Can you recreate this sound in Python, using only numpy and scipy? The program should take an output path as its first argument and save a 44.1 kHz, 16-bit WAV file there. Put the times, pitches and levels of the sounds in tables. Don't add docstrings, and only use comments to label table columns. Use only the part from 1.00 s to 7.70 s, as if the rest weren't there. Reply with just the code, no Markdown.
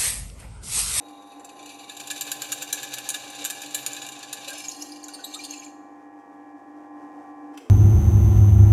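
import sys
import numpy as np
from scipy import signal
from scipy.fft import rfft, irfft
from scipy.io import wavfile
from scipy.ndimage import uniform_filter1d, map_coordinates

SR = 44100
rng = np.random.default_rng(int(sys.argv[2]) if len(sys.argv) > 2 else 0)


def log_audio(samples):
    frames = np.atleast_2d(samples).T
    limited = np.clip(frames, -1, 1)
    pcm = np.round(limited * 32767).astype(np.int16)
    wavfile.write(sys.argv[1], SR, pcm)


N = 295451
TIME = np.arange(N) / SR
FREQ = np.maximum(np.arange(N // 2 + 1) * SR / N, 1)
SPINDLE_HZ, TOP_HZ = 9.656, 16200
BITE_S, LIP_S = 0.67, 1.727
EASE_S = (3.35, 3.72)

# t/s, level/dB
SCRAPE_LEVEL = [(0, -61.5), (.4, -61.5), (.55, -55.5), (.7, -52), (1.0, -48), (1.17, -41), (1.6, -41),
                (2.35, -42.5), (2.52, -40), (2.68, -43.5), (2.93, -39), (3.2, -47.5), (3.4, -46),
                (3.6, -42.5), (3.8, -46), (4.0, -53.5), (4.45, -45), (4.6, -47.5), (4.67, -53), (4.71, -57),
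                (4.85, -67)]
# t/s, pressure/0-1
FEED = [(0, 0.52), (.6, 0.03), (1.1, 0.84), (1.6, 0.93), (2.9, 1), (3.3, 1), (3.72, 0.27), (4.8, 0.01)]
# f/Hz, width/Hz, gain/dB
TIP_MODES = [(2367, 60, 5.5), (2530, 70, 5), (2831, 75, 5.5), (3332, 32, 2.5), (3696, 120, 4.5),
             (3913, 34, 7.5), (4220, 50, 2.5), (4596, 140, -0.5), (5670, 50, -5), (6150, 120, 3),
             (6440, 60, -6), (6980, 120, -1), (7420, 92, -1), (9630, 130, -4), (9920, 200, 1),
             (11370, 80, -1.5), (11900, 300, -14)]
FLAKE_MODES = TIP_MODES + [(7240, 500, 3.5)]
# f/Hz, width/Hz, gain/dB
FLANK_MODES = [(2378, 49, -6), (2710, 52, -9.5), (2863, 70, -6), (3300, 100, -12.5), (4235, 130, -7.5),
               (4670, 110, -11.5), (5200, 90, -12.5), (6015, 60, -6), (6500, 130, -3.5), (7400, 89, -1.5),
               (8950, 160, -10.5), (9600, 300, -14.5), (10400, 200, -14), (11100, 170, -6.5),
               (12150, 100, -13), (12950, 120, -17.5)]
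# f/Hz, gain/dB
TEAR_SPECTRUM = [(100, -47.5), (450, 5), (1100, -6), (1630, -1.5), (2050, -6), (2700, -2.5), (3750, -1),
                 (5400, -3.5), (7200, 0), (8700, -5.5), (9900, -5), (12300, -5), (13500, -11), (15000, -14),
                 (16500, -28)]


def scraping(hush_s=(4.46, 4.8), lift_s=(4.695, 4.8)):
    # t/s, f/Hz
    flute_pitch = [(3.7, 5150), (3.92, 4780), (4.14, 4550), (4.25, 4400), (4.35, 4250), (4.46, 4370)]
    # t/s, level/dB
    treble_level = [(0, -1.5), (.6, -5.5), (1.6, -9), (2.3, -15), (2.9, -9), (3.25, -22), (3.42, -17),
                    (3.56, -14), (3.85, -5.5), (4.05, -16), (4.6, -16)]
    rub = ramp(EASE_S)
    grit = crackle(spread_db=2.5)
    sing = walk(500) * np.sin(2 * np.pi * np.cumsum(curve(flute_pitch) + 120 * walk(300)) / SR)
    flanks = shape(grit, resonances(FLANK_MODES)) + undb(-6.5) * sing * (1 - ramp(hush_s))
    tip = shape(grit, resonances(TIP_MODES))
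    ring = ((1 - rub) * tip + rub * flanks) / np.hypot(1 - rub, rub)
    ring = sway(ring, share=.009, rate=45)
    rasp = shape(crackle(spread_db=7), heavy_cut(plate_db=1))
    tearing = undb(-14 + 17 * curve(FEED))
    bite = undb(2.4 * walk(70) + 0.81 * walk(400))
    body, treble = split(bite * (ring + tearing * rasp) / np.hypot(1, tearing), hz=7600)
    scrape = unit(body) + unit(treble) * undb(curve(treble_level))
    frame = resonances([(123, 14, 1), (141, 15, -0.5), (165, 18, -11)])
    rumble = shape(rng.standard_normal(N), frame, size=8192)
    rumble *= (1 - rub) * undb(-18.5) + rub * undb(-26.5)
    return (1 - ramp(lift_s)) * undb(curve(SCRAPE_LEVEL)) * (scrape + rumble)


def ticks_and_chips(spread_db=6, hard_db=-36, crack_s=0.00056):
    # t/s, level/dB, treble tilt/dB, decay/s, snap/0-1
    pulses = [(0.082, -53, -2, .005, .1), (0.219, -57, -11, .005, .1), (0.318, -56.5, -2, 0.0042, .1),
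              (0.395, -52, 10, 0.0044, .1), (0.4439, -43, 8, 0.0061, 0.2), (0.49, -46, -2, 0.0051, 0.2),
              (0.59, -48.5, -6, 0.0067, .1), (0.626, -47, -3, 0.0038, .1), (0.6578, -42.5, 4, 0.0033, 0.3),
              (0.691, -41, -6, 0.0072, 0.2), (0.787, -49, -11, 0.0059, .1), (0.8957, -37.5, -5.5, 0.002, 0),
              (0.9666, -38, 0.5, 0.0043, .3), (0.9974, -33, -1.5, 0.0061, .1), (1.071, -34, 4.5, 0.004, .1),
              (1.102, -29.5, -4, 0.0067, 0.5), (1.1116, -31, 5, 0.003, 0.7), (1.176, -38.5, 0, .004, .2),
              (1.2094, -26.5, 6, 0.0034, 0.54), (1.218, -34, 5.5, 0.0022, .6),
              (1.3159, -25, 4, 0.0029, 0.53), (1.419, -27, 2.5, 0.0026, 0.3), (1.52, -26, 4.5, 0.0026, 0.6),
              (1.5253, -27, 4.5, 0.0028, .7), (1.6205, -29, 3, 0.004, .1), (1.628, -33, 1.5, 0.0016, .8),
              (1.7265, -26.5, 4.5, 0.0017, 0.6), (1.7289, -23.5, 9.5, 0.0023, .8),
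              (1.8309, -31.5, 3, 0.0078, 0.77), (1.9376, -28.5, 6, 0.0033, .4),
              (1.9832, -32, -0.5, 0.0038, 0.6), (2.0899, -27, 9.5, 0.0011, 1), (2.0949, -33, 5, 0.0012, .8),
              (2.1026, -28, 6.5, 0.001, .8), (2.142, -28.5, 2, 0.0062, 0.36),
              (2.3013, -42.5, 13.5, 0.0027, 0.4), (2.35, -41, 7.5, 0.0036, .1),
              (2.4427, -33.5, 13.5, 0.0013, .8), (2.4492, -26.5, 6.5, 0.003, .9),
              (2.4564, -28, 5.5, 0.0027, .6), (2.5005, -29.5, 5.5, 0.0018, 0.9), (2.505, -30, 5, 0.002, .7),
              (2.617, -34.5, 2, 0.0037, 0.2), (2.66, -38.5, -6, 0.0041, 0.25),
              (2.707, -42.5, 4.5, 0.0026, 0.3), (2.746, -23.5, 8, 0.0046, 0.5),
              (2.863, -25, 9, 0.0019, 0.9), (2.9325, -36, 17, 0.002, 1), (2.965, -35, -5, 0.0024, .1),
              (3.018, -35.5, -3, 0.0054, 0.64), (3.039, -47, 4, 0.0026, .5), (3.0642, -37, 3, 0.0033, .4),
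              (3.0882, -37, 2, 0.0025, .7), (3.1193, -38, -2, 0.0059, 0.4), (3.1907, -43, 3, 0.0028, .2),
              (3.2287, -35.5, -4.5, 0.0049, 0.3), (3.3284, -29, 4.5, 0.0044, 0.38),
              (3.4442, -39.5, -9, 0.0043, 0.1), (3.4781, -31.5, 0, 0.0072, 0.1),
              (3.5033, -36, 12, 0.0023, .6), (3.53, -39, 1, 0.0038, .3), (3.58, -38.5, 12, 0.0048, 0.2),
              (3.6, -39, 2, 0.0044, .2), (4.0826, -40, 7, 0.0032, 0.64)]
    light, hard = np.zeros((2, N))
    for s, db, tilt_db, decay, snap in pulses:
        volley = burst(decay, spread_db, rise=decay * (1 - snap))
        crack = snap * burst(crack_s, spread_db)
        low, high = split((volley + crack) / np.hypot(1, snap / 2), hz=6000)
        tilt = undb(tilt_db)
        blow = undb(db) * (low + tilt * high) / np.hypot(1, tilt)
        hard_share = 1 / (1 + undb(hard_db - db))
        add(light, s, (1 - hard_share) * blow)
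        add(hard, s, hard_share * blow)
    hard = split(hard, hz=950)[1]
    ring = shape(light, resonances(FLAKE_MODES)) + shape(hard, heavy_cut(plate_db=3.5))
    return sway(ring, share=.006, rate=30)


def heavy_cut(plate_db):
    # f/Hz, width/Hz, gain/dB
    plate_modes = [(1584, 40, 5), (1682, 36, 7.5), (2400, 90, -2.5), (2880, 140, 0), (3360, 60, -3),
                   (3670, 120, 3.5), (3925, 60, 5), (4630, 90, -2), (5700, 60, -7), (6120, 80, -2.5),
                   (6410, 55, -5), (6950, 110, 3), (7410, 90, 2), (8350, 130, -5), (9530, 140, -2.5),
                   (9950, 200, -4), (11300, 110, -4), (11850, 230, -4), (12600, 200, -7)]
    return np.hypot(unit(colour(TEAR_SPECTRUM)), undb(plate_db) * unit(resonances(plate_modes)))


def flakes(jitter_s=0.0043):
    level_db = curve(SCRAPE_LEVEL) - 1 - 5.5 * curve(FEED)
    half_turn_s = .5 / SPINDLE_HZ
    passes = np.arange(LIP_S % half_turn_s, EASE_S[1], half_turn_s)
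    blows = np.zeros(N)
    for s, (late, softer_db) in zip(passes, rng.standard_normal((len(passes), 2))):
        if s > BITE_S:
            flake = burst(decay=0.0046, spread_db=5, rise=.002)
            add(blows, s + jitter_s * late, undb(level_db[int(s * SR)] - softer_db) * flake)
    return sway(shape(blows, resonances(FLAKE_MODES)), share=.005, rate=25)


def crumbs(per_s=20, spread_db=4):
    level_db = curve(SCRAPE_LEVEL) - 10
    blows = np.zeros(N)
    gaps, sizes = rng.random((400, 2)).T
    for s, size in zip(np.cumsum(-np.log(gaps)) / per_s, 2 * sizes - 1):
        if s < EASE_S[1]:
            crumb = burst(decay=0.0023, spread_db=5.6)
            add(blows, s, undb(level_db[int(s * SR)] + spread_db * size) * crumb)
    return shape(blows, resonances(FLAKE_MODES))


def squeaks(wobble=0.15, stutter_db=7, flute_hz=4100):
    # t/s, level/dB, f/Hz, length/s, roughness/0-1, glide/octaves
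    slips = [(3.314, -51, 467, 0.096, 0.42, 0.23), (3.47, -44.5, 584, 0.028, 0.32, 0.15),
             (3.503, -47, 618, 0.07, 0.53, 0.15), (3.485, -41.5, 1597, 0.065, 0.25, 0.02),
             (2.755, -45.5, 12500, .07, .3, 0), (3.578, -39, 10200, .009, .1, 0),
             (3.652, -38, 7380, .008, 0.1, 0.1), (3.6826, -22.5, 6740, 0.0052, 0.2, -0.02),
             (3.689, -32, 6640, 0.0049, 0.2, 0.064), (3.709, -40.5, 4766, 0.016, 0.65, -0.013),
             (3.714, -35, 6200, 0.009, 0.4, -0.2), (3.762, -43, 4300, 0.0078, 0, 0.061),
             (3.81, -38, 5200, 0.012, 0.04, 0.12), (3.816, -37, 5690, 0.015, 0.3, 0.16),
             (3.82, -30.5, 6390, 0.01, 0.42, 0.12), (3.918, -37.5, 4840, 0.0087, 0.22, 0.2),
             (4.029, -43, 4520, 0.0089, 0.16, 0.18), (4.038, -33.5, 6780, 0.0084, 0.42, 0.093),
             (4.084, -47, 1464, 0.013, 0.18, 0.082), (4.134, -35, 4570, 0.021, 0.24, 0.013),
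             (4.188, -46, 1520, 0.019, 0.2, 0.017), (4.238, -35, 3800, 0.0083, 0.2, 0.097),
             (4.241, -33, 3930, 0.011, 0.3, 0.05), (4.245, -36.5, 12100, 0.012, 0.15, 0.016),
             (4.338, -33, 3740, 0.0074, 0.1, 0.026), (4.343, -32, 3970, 0.011, 0.42, 0.11),
             (4.344, -48.5, 1230, 0.041, 0.23, 0.028), (4.373, -39, 7000, 0.0043, 0, 0.0042),
             (4.389, -38.5, 6100, 0.0068, 0.2, -0.1), (4.390, -37, 2383, 0.015, 0.03, -0.059),
             (4.437, -34.5, 4440, 0.007, 0.32, 0.037), (4.442, -36.5, 4130, 0.014, 0.71, 0.0022),
             (4.45, -34, 6800, 0.0053, 0.1, 0.35), (4.508, -25, 6540, 0.0042, 0.09, 0.11),
             (4.534, -40, 2677, 0.014, 0.45, -0.22), (4.535, -37, 7130, 0.0091, 0.38, 0.091),
             (4.574, -39, 7220, 0.0086, .15, .08), (4.595, -37, 6590, 0.01, 0.05, -0.078),
             (4.616, -47, 2600, 0.014, 0.33, -0.3), (4.644, -41, 7020, 0.0074, 0.37, .15),
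             (4.661, -41, 6950, 0.0059, 0, -0.16), (4.663, -46, 2420, 0.0096, 0, -0.12)]
    squeal, grit = np.zeros((2, N))
    for s, db, hz, length, rough, glide in slips:
        count = int(length * SR)
        along = np.linspace(0, 1, count)
        stutter = undb(stutter_db * rough * walk(620, count))
        swell = undb(db) * unit(np.sin(np.pi * along) * stutter)
        pitch = hz * 2 ** (glide * (along - .5)) * (1 + wobble * rough * walk(hz / 2, count))
        phase = 2 * np.pi * np.cumsum(pitch) / SR
        second = np.sin(2 * phase) * (2 * hz < TOP_HZ)
        third = undb(-10) * np.sin(3 * phase) * (3 * hz < TOP_HZ)
        overtone_db = -1 - 23 * abs(np.log2(hz / flute_hz))
        add(squeal, s, swell * (np.sin(phase) + undb(overtone_db) * (second + third)))
        add(grit, s, swell * rough * rng.standard_normal(count))
    rubbing = np.hypot(unit(colour(TEAR_SPECTRUM)) / 2, unit(resonances(FLANK_MODES)))
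    squeal += undb(-6) * shape(grit, rubbing)
    return split(squeal, hz=12600)[0]


def skating():
    # f/Hz, width/Hz, gain/dB
    skate_modes = [(3780, 70, 1), (3340, 38, -20), (5900, 45, -15), (10060, 88, -17)]
    swing_db = walk(31.5) + 2 * np.cos(2 * np.pi * SPINDLE_HZ * (TIME - LIP_S))
    ring = shape(crackle(spread_db=9), resonances(skate_modes))
    return ring * undb(-60 + swing_db) * (1 - ramp((BITE_S / 2, BITE_S)))


def motor(off_s=6.577, home_s=(5.78, 5.97), sag=.005, run_down_per_s=1.28):
    # f/Hz, level/dB
    hum_lines = [(98.9, -26), (50, -38), (202.5, -23), (601, -21.5), (699.5, -8.5), (799.6, -0.5),
                 (901, -15)]
    # f/Hz, level/dB
    whine_lines = [(471.7, -12.5), (490, -7), (595, -14), (743, -6.5), (818.7, -8), (844, -4.5),
                   (867.5, -9), (1043.7, 0), (1143.7, -3.5)]
    # f/Hz, level/dB
    idle_lines = [(346.5, 1), (769.8, 3), (943, -1.5), (1346, -16), (1486, -21), (1687.4, -1),
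                  (1787.4, -10), (1887.4, -2), (2331, -11), (2433, -17.5)]
    # f/Hz, gain/dB
    air_spectrum = [(18, -82.5), (30, -45), (80, -33.5), (120, -21), (160, -25.5), (227, -15), (295, -11),
                    (394, -10), (649, -12), (801, -7.5), (866, -18), (1070, -15.5), (1250, -22),
                    (1860, -24.5), (2120, -30.5), (3980, -45.5), (6380, -41), (16000, -58)]
    # f/Hz at full speed, level/dB
    groan_lines = [(385, -1), (505, 3), (545, -11)]
    load = (1 - ramp(EASE_S)) * (.6 + .4 * curve(FEED))
    home = ramp(home_s)
    coasting_s = np.maximum(TIME - off_s, 0)
    clock = np.cumsum(1 - sag * load - run_down_per_s * coasting_s) / SR
    power = np.exp(-coasting_s / .035)

    def gain(idle_db, load_db, home_db):
        return undb(idle_db + load_db * load + home_db * home)

    hum = tones(hum_lines, TIME, waver_db=0, drift=0.095) * undb(0.91 * load * walk(35))
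    hum *= gain(idle_db=-52.5, load_db=2, home_db=2)
    whine = tones(whine_lines, clock, waver_db=1.3, drift=0.4) * gain(-59, 0.5, 4)
    idle = tones(idle_lines, clock, waver_db=1.5, drift=0.2) * gain(-64.5, -16, 1.5)
    drone = belt(clock) * gain(-46.5, -4, 1.5) * np.exp(-coasting_s / .09)
    buzz_db = 2 * np.sin(2 * np.pi * 98.9 * TIME) * power
    air = shape(bearings(clock), colour(air_spectrum)) * gain(-53.5, 2, 3) * undb(buzz_db + walk(25))
    groan = tones(groan_lines, clock, waver_db=2, drift=.4) * undb(-57) * (1 - power)
    return drone + (hum + whine + idle) * power + groan + air


def belt(clock, lap_hz=7.95, drone_hz=297.5, joint_s=4.05):
    lap = 2 * np.pi * lap_hz * (clock - np.interp(joint_s, TIME, clock))
    phase = 2 * np.pi * drone_hz * clock
    sidebands_db = {-2: -10, -1: -8.5, 0: 0, 1: -14}
    drone = sum(undb(db) * np.sin(phase + k * lap + 0.55 * walk(5)) for k, db in sidebands_db.items())
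    frame = shape(rng.standard_normal(N), resonances([(291.6, 8.7, 0.0051)]), size=8192)
    uneven = undb(1.35 * walk(3.7))
    return unit((unit(drone) + undb(-5) * frame) * uneven)


def bearings(clock, shaft_hz=24.82, size=128):
    low, high = split(rng.standard_normal(N), hz=1500)
    one_turn = rng.standard_normal(size)
    repeat = map_coordinates(one_turn, [clock * shaft_hz * size % size], order=3, mode="grid-wrap")
    return high + undb(-4) * low + undb(-17) * repeat


def clacks():
    # t/s, level/dB, decay/s
    knocks = [(4.952, -78, 0.012), (5.19, -66, .03), (6.537, -56, 0.039), (6.573, -52, 0.0024),
              (6.5761, -39.5, 0.0031), (6.601, -48, 0.074)]
    # f/Hz, width/Hz, gain/dB
    casing_modes = [(391.4, 61, 6.5), (474, 54, -1), (730, 77, 4), (1310, 390, -3), (2080, 72, 2),
                    (2540, 330, 0), (3200, 200, 0), (3680, 92, -8), (4188, 190, -12), (5040, 410, -6),
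                    (5860, 300, -4), (7600, 390, -4.5), (9700, 1000, -13.5), (12800, 2100, -21)]
    blows = np.zeros(N)
    for s, db, decay in knocks:
        add(blows, s, undb(db) * burst(decay, spread_db=1, window=0.0097))
    return shape(blows, resonances(casing_modes))


def workshop(x, near_db=-4, near_t60=0.074, far_db=-11, far_t60=0.67):
    t = TIME[:SR // 2]
    response = np.zeros(len(t))
    for db, t60 in ((near_db, near_t60), (far_db, far_t60)):
        tail = rng.standard_normal(len(t)) * np.exp(-np.log(1000) * t / t60) * (t > .002)
        response += undb(db) * tail / np.linalg.norm(tail)
    response[0] = 1
    return signal.oaconvolve(x, response / np.linalg.norm(response))[:N]


def crackle(spread_db, count=N):
    noise, size = rng.standard_normal((2, count))
    return unit(noise * undb(spread_db * np.clip(size, -2, 2)))


def burst(decay, spread_db, rise=0, window=0.029):
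    t = TIME[:SR // 5]
    envelope = np.exp(-t / max(decay, 1e-3)) * (1 - np.exp(-t / max(rise, 1e-5)))
    volley = crackle(spread_db, len(t)) * envelope
    return volley * np.sqrt(window * SR) / np.linalg.norm(volley)


def tones(lines, clock, waver_db, drift):
    total = np.zeros(N)
    for hz, db in lines:
        peak = np.sqrt(2) * undb(db + waver_db * walk(9))
        total += peak * np.sin(2 * np.pi * (hz * clock + rng.random()) + drift * walk(5))
    return total


def colour(points):
    hz, db = np.transpose(points)
    return undb(np.interp(np.log(FREQ), np.log(hz), db))


def resonances(modes):
    return np.sqrt(sum(undb(2 * db) / (1 + ((FREQ - hz) / width) ** 2) ** 2 for hz, width, db in modes))


def shape(x, gain, size=2048):
    hz = np.arange(size + 1) * SR / (2 * size)
    cepstrum = irfft(np.log(np.interp(hz, FREQ, gain) + 1e-5))
    cepstrum[1:size] *= 2
    cepstrum[size + 1:] = 0
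    ring = irfft(np.exp(rfft(cepstrum)))[:size]
    return signal.oaconvolve(x, ring / np.linalg.norm(ring))[:N]


def sway(x, share, rate):
    slip = signal.lfilter([1], [1, -np.exp(-rate / SR)], share * walk(rate))
    return map_coordinates(x, [np.arange(N) + slip], order=3, mode="nearest")


def split(x, hz):
    return [signal.sosfilt(signal.butter(3, hz, kind, fs=SR, output="sos"), x)
            for kind in ("low", "high")]


def walk(rate, count=N):
    step = max(int(SR / rate), 1)
    held = np.repeat(rng.standard_normal(count // step + 1), step)
    return np.sqrt(2) * uniform_filter1d(held, step)[:count]


def curve(points):
    return np.interp(TIME, *np.transpose(points))


def ramp(span):
    return np.interp(TIME, span, [0, 1])


def add(track, s, sound):
    i = int(s * SR)
    track[i:i + len(sound)] += sound[:N - i]


def undb(db):
    return 10 ** (np.asarray(db) / 20)


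def unit(x):
    return x / np.sqrt(np.mean(x ** 2) + 1e-20)


def scene():
    machine = motor()
    work = skating() + scraping() + ticks_and_chips() + flakes() + crumbs() + squeaks()
    return (machine + workshop(work + clacks()))[None]


def record(dry):
    return signal.sosfilt(signal.ellip(8, .2, 70, TOP_HZ, fs=SR, output="sos"), dry)


dry = scene()
out = record(dry)
log_audio(out)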